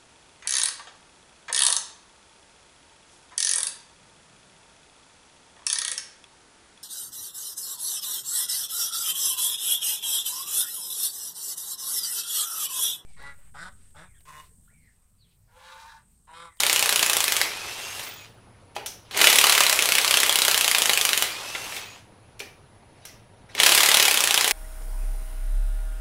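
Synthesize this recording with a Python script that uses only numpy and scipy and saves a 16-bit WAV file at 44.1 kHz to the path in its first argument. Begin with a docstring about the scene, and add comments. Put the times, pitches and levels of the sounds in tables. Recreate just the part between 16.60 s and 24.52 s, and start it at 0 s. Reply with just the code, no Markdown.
"""A cordless impact wrench works on three bolts of an engine block in an open shed, over hum and insects.
Hammering on the first bolt slows until it gives; the freed motor whines, then brakes with a thin squeal.
Socket and trigger knock on the iron before a longer hammering frees the second bolt, with whine and brake again.
After more knocks and a scuff the third bolt is hammered and still holds at the end.
Blows are noise cracks with short rings, the motor is shaped noise and narrow bands, the shed is sparse taps."""
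import sys
import numpy as np
from scipy import signal
from scipy.fft import rfft, irfft
from scipy.io import wavfile
from scipy.ndimage import uniform_filter1d

SR = 44100
rng = np.random.default_rng(int(sys.argv[2]) if len(sys.argv) > 2 else 0)


def voltage_ratio(decibels):
    """Convert decibels (scalar or array-like) to amplitude ratios, 20 dB per decade."""
    exponent = np.asarray(decibels, float) / 20
    return 10 ** exponent


def wav_out(sig):
    """Save sig, one row per channel (or a flat mono array), as 16-bit PCM at SR to the path in sys.argv[1]."""
    wavfile.write(sys.argv[1], SR, np.round(np.clip(np.atleast_2d(sig).T, -1, 1) * 32767).astype(np.int16))


N = 349272


def evened(x):
    """Normalisation of energy: scales every row to rms 1."""
    return x / np.sqrt(np.mean(x ** 2, axis=-1, keepdims=True) + 1e-20)


def read(points, hz):
    """Interpolation of a spectrum on a log-frequency axis."""
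    point_hz, value = np.transpose(points)
    return np.interp(np.log(hz + 1), np.log(point_hz + 1), value)


def shelf(hz, corner_hz):
    """Shelving: the share of the treble is 0 well below the corner and 1 well above."""
    return 1 / (1 + (corner_hz / (hz + 1)) ** 4)


def add(mix, start_s, sound):
    """Superposition: adds a sound to the mix at its start time."""
    part = mix[round(start_s * SR):][:len(sound)]
    part += sound[:len(part)]


def hiss(points, size, patchy_db, treble_db=0):
    """Filtered noise: a given spectrum with drifting loud and soft patches; the treble may follow a curve."""
    real, imag, patches = rng.standard_normal((size // 128 + 5, 257, 3)).T
    patches = uniform_filter1d(patches, size=6, axis=0)
    patches = evened(uniform_filter1d(patches, size=10, axis=1))
    hz = np.fft.rfftfreq(512, 1 / SR)[:, None]
    tilt_db = np.pad(treble_db * np.ones(size), (0, 1024), "edge")[::128][:real.shape[1]]
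    spectrum_db = read(points, hz) + patchy_db * patches + shelf(hz, corner_hz=7800) * tilt_db
    bins = (real + 1j * imag) * voltage_ratio(spectrum_db)
    return evened(signal.istft(bins, nperseg=512, noverlap=384)[1][:size])


def whistle(hz, width_hz, size):
    """Modulation by narrow noise: a tone blurred to a steep band of the given width."""
    r = np.exp(-np.pi * width_hz / SR)
    noise = rng.standard_normal((size + 4096, 2)) @ [1, 1j]
    blur = signal.lfilter([1], [1, -2 * r, r * r], noise)[4096:]  # settled part of the filter
    phase = 2 * np.pi * np.cumsum(hz * np.ones(size)) / SR
    return evened((blur * np.exp(1j * phase)).real)


# colour of the air from outside, relative: pitch_hz [Hz], level_db [dB per Hz]
YARD = [(35, -39.5), (55, -13.5), (90, -3), (280, -10), (700, -12), (1500, -19), (4000, -27.5),
        (7800, -36.5), (12000, -48), (16000, -63.5)]
# hum lines, then insects: pitch_hz [Hz], width_hz [Hz], level_db [dB]
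HUM = [(105, 45, -59), (940, 30, -72), (9400, 600, -75), (10150, 600, -71)]


def yard():
    """Incoherent background: a broadband wash of air, wavering hum lines and a thin band of insects."""
    lines = sum(voltage_ratio(level_db) * whistle(hz, width_hz, N) for hz, width_hz, level_db in HUM)
    return voltage_ratio(-54.5) * hiss(YARD, N, patchy_db=2.0) + lines


# reverberation of the shed: pitch_hz [Hz], t60_s [s]
SHED = [(200, 0.41), (1000, 0.44), (3000, 0.36), (8000, 0.29), (15000, 0.34)]
# block, floor and wall; each comes up to 20 samples later: delay_ms [ms], level_db [dB over direct]
ECHOES = [(4.7, -8), (12, -14), (17, -13)]


def shed(x, direct, wet_db):
    """Reverberation: direct sound and near echoes, then sparse taps that build up and die band by band."""
    taps = np.zeros(SR)
    at = np.arange(300, SR - 20, 20) + rng.integers(0, 20, (SR - 301) // 20)
    taps[at] = rng.choice([-1., 1.], len(at))
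    hz, t, bins = signal.stft(taps, SR, nperseg=128)
    decay_db = -60 * t / read(SHED, hz)[:, None]
    response = signal.istft(bins * voltage_ratio(decay_db), SR, nperseg=128)[1][:SR]
    response *= 1 - np.exp(-np.arange(SR) / SR / 0.016)  # build-up
    response *= voltage_ratio(wet_db) / np.linalg.norm(response)
    response[0] = direct
    for delay_ms, level_db in ECHOES:
        response[round(delay_ms * SR / 1000 + 20 * rng.random())] += direct * voltage_ratio(level_db)
    return signal.fftconvolve(x, response)[:N]


# colour of gear noise and of scuffs, relative: pitch_hz [Hz], level_db [dB per Hz]
GEARS = [(88, -45), (150, -21.5), (448, -2.5), (624, -6), (854, -2), (1630, -4.5), (2760, -1.5),
         (11300, -10.5), (16000, -21.5)]
# trigger pulls: squeezed_s, bolt_gives_s, released_s, rotor_stops_s [s], squeal_db [dB]
PULLS = [(-.8, .82, 1.362, 1.66, -44), (2.51, 4.63, 5.072, 5.38, -55), (6.945, 8.6, 9.1, 9.4, -50)]
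# gears and fan around moments of a pull: offset_s [s from the moment], level_db [dB], treble_change_db [dB]
AFTER_SQUEEZE = [(-.004, -80, -8), (0, -46, -8), (.03, -34, -9), (.06, -24, -4), (.14, -23, 5),
                 (.5, -28, 1.5)]
AFTER_GIVE = [(-.02, -32, 6), (.125, -34, -6)]
AT_STOP = [(-.21, -37.5, 3), (-.14, -40.5, -12), (0, -48, -10.5), (.065, -60, -7.5), (.13, -71, -5)]


def gear_rattle():
    """Amplitude modulation: uneven tooth contacts roughen broadband gear noise through every pull."""
    stages = []
    for squeeze_s, give_s, _, stop_s, _ in PULLS:
        for moment_s, rows in ((squeeze_s, AFTER_SQUEEZE), (give_s, AFTER_GIVE), (stop_s, AT_STOP)):
            stages += [(moment_s + offset_s, db, treble_db) for offset_s, db, treble_db in rows]
    s, db, treble_db = np.transpose(stages)
    t = np.arange(N) / SR
    contacts = voltage_ratio(13.0 * uniform_filter1d(rng.standard_normal(N), size=60))
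    noise = hiss(GEARS, N, patchy_db=1.6, treble_db=np.interp(t, s, treble_db))
    return voltage_ratio(np.interp(t, s, db)) * evened(noise * contacts)


def whine(t, spin_hz, braked_s):
    """Rotational tone: the whine swells as the freed rotor speeds up, then falls and dies as the brake bites."""
    hz = np.maximum(spin_hz - 17000 * braked_s, 4000)  # braking in Hz per s
    fade_db = 30 * braked_s + 600 * np.maximum(braked_s - .06, 0)
    return np.minimum(t / .4, 1) * voltage_ratio(-47.5 - fade_db) * whistle(hz, 40, len(t))


def gear_mesh(t, spin_hz, braked_s):
    """Tooth-passing tone: a fixed ratio to the unbraked whine, sagging under the brake, with its octave."""
    hz = .433 * spin_hz - 1100 * braked_s
    level_db = -42.5 - 8 * t - 30 * braked_s
    octave = voltage_ratio(level_db - 9 - 90 * braked_s) * whistle(2 * hz, 50, len(t))
    return voltage_ratio(level_db) * whistle(hz, 50, len(t)) + octave


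def brake_squeal(squeal_db):
    """Narrow-band radiation: the electric brake squeals high, holds briefly and fades exponentially."""
    t = np.arange(SR // 2) / SR
    level_db = squeal_db - 140 * np.maximum(t - .09, 0)
    return np.minimum(t / .015, 1) * voltage_ratio(level_db) * whistle(14930, 50, len(t))


def housing(seconds):
    """Resonance: the housing sings in one narrow band until the rotor stops."""
    t = np.arange(0, seconds, 1 / SR)
    return voltage_ratio(-56) * np.sin(np.pi * t / seconds) ** .5 * whistle(6750, 200, len(t))


def motor():
    """Superposition of machine sounds: rattle in every pull, whine, mesh and braking in free spin."""
    out = gear_rattle()
    loaded_hz, free_hz, spin_up_s, coast_s = 5050, 6750, .3, .14
    for _, give_s, release_s, stop_s, squeal_db in PULLS[:2]:  # the last bolt still holds
        t = np.arange(0, stop_s - give_s, 1 / SR)
        driven_s = np.minimum(t, release_s - give_s)
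        spin_hz = free_hz - (free_hz - loaded_hz) * np.exp(-driven_s / spin_up_s)
        braked_s = np.maximum(t - release_s + give_s, 0)
        add(out, give_s, whine(t, spin_hz, braked_s))
        add(out, give_s, gear_mesh(t, spin_hz, braked_s))
        add(out, release_s + .062, brake_squeal(squeal_db))
        add(out, stop_s - coast_s, housing(coast_s))
    return out


# hands and socket scuffing on the tool, one list a scuff: start_s [s], level_db [dB]
SCUFF = [
    [(2.45, -61), (2.51, -59)],
    [(6.2, -87), (6.4, -62), (6.5, -57), (6.7, -85)],
    [(6.89, -53), (6.95, -52)],
]


def scuffs():
    """Friction noise: rubbing is patchy noise in the gear colour with its treble cut."""
    out = np.zeros(N)
    for rows in SCUFF:
        s, db = np.transpose(rows)
        level_db = np.interp(np.arange(s[0], s[-1], 1 / SR), s, db)
        rub = hiss(GEARS, len(level_db), patchy_db=6.5, treble_db=-18)
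        add(out, s[0], voltage_ratio(level_db) * rub)
    return out


# colour of a crack before its treble change, relative: pitch_hz [Hz], level_db [dB per Hz]
STEEL = [(88, -42.5), (150, -32), (226, -29.5), (422, -12.5), (624, -8.5), (1310, -6.5), (2980, -1),
         (5360, -4.5), (10200, -4.5), (16000, -13)]


def strikes(hz, treble_db, decay_s, ring_db, ring_s):
    """Impact excitation, one row a strike, rms 1 over 2 ms: a dying crack and a short ring at its own pitch."""
    t, f = np.arange(2048) / SR, np.fft.rfftfreq(2048, 1 / SR)
    colour = voltage_ratio(read(STEEL, f) + treble_db[:, None] * (shelf(f, corner_hz=4700) - .5))
    crack = evened(irfft(rfft(rng.standard_normal((len(hz), 2048))) * colour))
    crack *= (1 - np.exp(-t / 0.00005)) * np.exp(-t / decay_s[:, None])
    ring = np.sin(2 * np.pi * hz[:, None] * t)
    ring *= (1 - np.exp(-t / 0.00013)) * np.exp(-t / ring_s)
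    both = crack + voltage_ratio(ring_db - .5 * treble_db[:, None]) * ring
    return both / np.sqrt(np.mean(both[:, :88] ** 2, axis=1, keepdims=True))


# socket, trigger and anvil slack, levels before the slow rise:
# start_s [s], level_db [dB], pitch_hz [Hz], treble_over_middle_db [dB], decay_ms [ms]
KNOCKS = [(.803, -22, 2100, -12, 3), (1.394, -27.5, 2040, -7, 4.6), (1.45, -50, 6000, -3.5, 6),
          (2.15, -45.5, 2540, -5, 6.6), (2.156, -36, 3030, -6.5, 5.8), (2.164, -19, 820, -16.5, 2.5),
          (2.26, -25.5, 6140, 2.5, 8.4), (2.51, -29.5, 2970, -10.5, 5.7), (2.546, -22.5, 2200, -21.5, 3.6),
          (2.591, -17, 2470, -12, 4), (2.603, -14, 2500, -7, 2.7), (4.614, -23, 2440, -5.5, 4.3),
          (4.949, -25.5, 2010, -24.5, 8), (5.122, -30, 2410, -12, 5.4), (5.164, -26, 2180, -9, 7.8),
          (5.793, -36, 4050, 1, 8), (5.802, -23.5, 2410, -14, 3.1), (6.452, -33, 5760, 0, 5),
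          (6.95, -22, 2200, -6, 2.2), (6.979, -22, 4000, -19, 4), (6.989, -21, 6560, -12, 5.5)]
# clustered rings of the socket: centre_hz [Hz], width_hz [Hz], t60_s [s]
SOCKET = (5800, 1200, .3)


def knocks():
    """Modal excitation by hand: slow-rising contacts; bright ones ring the socket, dull ones thud in the block."""
    s, db, hz, treble_db, decay_ms = np.transpose(KNOCKS)
    contacts = strikes(hz, treble_db, decay_ms / 1000, ring_db=-4.5, ring_s=.002)
    contacts *= 1 - np.exp(-np.arange(2048) / SR / 0.00086)
    t, out = np.arange(SR // 3) / SR, np.zeros(N)
    centre_hz, width_hz, t60_s = SOCKET
    for k in range(len(s)):
        add(out, s[k], voltage_ratio(db[k]) * contacts[k])
        ring_db = db[k] + 1.3 * treble_db[k] - 15.5 - 60 * t / t60_s
        add(out, s[k], voltage_ratio(ring_db) * whistle(centre_hz, width_hz, len(t)))
        thud_db = db[k] - 0.54 * treble_db[k] - 16.0 - 60 * t / 0.076
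        thud = whistle(450, 500, len(t)) * (1 - np.exp(-t / 0.0092))
        add(out, s[k], voltage_ratio(thud_db) * thud)
    return out


# pace of the hammer, one list a bolt: blow_number [count], gap_ms [ms since the blow before]
PACE = [
    [(1, 30.98), (17, 35.46), (19, 36.88), (22, 43.85), (23, 48.73)],
    [(1, 39.8), (2, 28.15), (4, 29.06), (8, 27.83), (15, 27.27), (16, 29.8), (20, 31.5), (23, 33.26),
     (27, 30.59), (29, 32.13), (34, 30.34), (38, 31.38), (41, 30.93), (45, 31.58), (48, 34.26), (51, 34.79),
     (56, 38.56), (57, 40.97), (58, 37.99), (61, 40.56), (63, 47.82)],
    [(1, 33.01), (2, 29.2), (8, 27.66), (14, 27.5), (17, 27.52), (18, 30.84), (21, 31.71), (23, 34.99),
     (26, 33.8), (28, 34.05), (30, 32.38)],
]
# first blow on each bolt: start_s [s]
FIRST_BLOW_S = [.0034, 2.5741, 7.0005]
# base strength on each bolt; two lugs strike in turn: level_db [dB], odd_over_even_db [dB]
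BOLTS = [(-12.5, 1.7), (-11.5, 2), (-12, -1)]
# blows that land square or glance off: start_s [s], level_change_db [dB]
ODD_BLOWS = [(.129, 1.5), (.259, -1.5), (.36, 0), (.428, 1.5), (.463, -1.5), (.642, -1.5), (.814, 1.8),
             (2.574, -5), (2.642, 4), (2.671, 3.5), (2.729, -2.6), (2.841, 1.5), (2.924, 0.5), (2.951, -4),
             (3.159, -7.5), (3.191, 0.5), (3.257, -3.5), (3.414, -7.5), (3.447, -1.5), (3.541, 3.5),
             (3.663, -3), (3.726, -2.5), (3.882, 1.7), (4.148, 1.4), (4.295, 1.5), (4.375, -1), (4.491, -1),
             (7.0, 4), (7.033, 3.5), (7.063, 5), (7.12, 0.5), (7.205, -0.7), (7.26, 0.5), (7.453, -2.4),
             (7.742, 3), (7.776, 2)]


def blows():
    """Periodic impact: time and tightness follow from the gaps; level also from bolt, lug and listed odd blows."""
    rows = []
    for pace, first_s, (bolt_db, lug_db) in zip(PACE, FIRST_BLOW_S, BOLTS):
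        number, ms = np.transpose(pace)
        k = np.arange(number[-1] + 1)
        gap_ms = np.interp(k, number, ms)
        s = first_s + (np.cumsum(gap_ms) - gap_ms[0]) / 1000
        gap_ms = np.minimum(gap_ms, np.append(gap_ms[1:], gap_ms[-1]))  # shorter neighbouring gap
        db = bolt_db + lug_db * (k % 2 - .5) - 0.0831 * (gap_ms - 32)  # slow blows are weaker
        tight = np.clip((31.5 - gap_ms) / 3, 0, 1)
        rows.append([s, db, tight])
    s, db, tight = np.hstack(rows)
    db = db - 1.3 * tight
    odd_s, odd_db = np.transpose(ODD_BLOWS)
    nearest = abs(s[:, None] - odd_s).argmin(axis=0)
    db[nearest] += odd_db
    return s, db, tight[:, None]


# short rings of anvil, bolt and block, one at random a blow: pitch_hz [Hz]
BLOCK_HZ = [2050, 2550, 2950, 3350, 4000]


def hammer():
    """Repeated impact: fast blows on a tight bolt chatter in the socket; a loose bolt gives slow, dry cracks."""
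    s, db, tight = blows()
    pick, scatter, low = rng.random((len(s), 3)).T
    hz = np.array(BLOCK_HZ)[(pick * len(BLOCK_HZ)).astype(int)]
    # square blows drive the block and sound full, glancing ones are weak and bright
    over_neighbours_db = db - uniform_filter1d(db, size=7)
    treble_db = -over_neighbours_db + 6 * (scatter - .5) - 1
    blow = strikes(hz, treble_db, .0014 + 0 * s, ring_db=-4, ring_s=.001)
    t = np.arange(2048) / SR
    chatter = strikes(hz, treble_db - 2.5, 0.041 + 0 * s, ring_db=-5.5, ring_s=0.0025)
    chatter *= voltage_ratio(2.4 * rng.standard_normal((len(s), 64))).repeat(32, axis=1)  # uneven contacts
    chatter *= 1 / (1 + (t / .007) ** 4)
    thump_hz = 400 + 450 * low[:, None]
    thump = np.sin(2 * np.pi * thump_hz * t) * t / 0.0047 * np.exp(1 - t / 0.0041)
    blow += voltage_ratio(-11.5 + 10 * tight) * chatter
    blow += voltage_ratio(-31.0 + 5.4 * tight) * thump
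    # blows take turns through three draws of the shed's echoes, so no steady comb tone builds up
    turns = np.zeros((3, N))
    for k in range(len(s)):
        add(turns[k % 3], s[k], voltage_ratio(db[k]) * blow[k])
    return turns


def scene():
    """Directivity: steel radiates another crack in every direction, so the walls return several versions."""
    tool = motor()
    for direct in (1, 0, 0):  # one version heard directly, two only from the walls
        tool += sum(shed(turn, direct, wet_db=-10) for turn in hammer())
        tool += shed(knocks() + scuffs(), direct, wet_db=-9.5)
    small_parts = signal.butter(2, 250, "high", fs=SR, output="sos")  # small parts give no bass
    tool = signal.sosfilt(small_parts, tool)
    return (tool + yard())[None]


def roll_off(x):
    """The treble ends steeply here."""
    return signal.sosfilt(signal.butter(12, 16810, fs=SR, output="sos"), x)


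def record(dry):
    """Saturation and band limiting: soft overload on the hardest blows, then a steep low-pass."""
    x = dry / (1 + (abs(dry) / .88) ** 4) ** .25
    low_pass = signal.firwin(255, 15800, window=("kaiser", 4), fs=SR)
    mix = signal.oaconvolve(x, low_pass[None], "same")
    return roll_off(mix)


dry = scene()
out = record(dry)
wav_out(out)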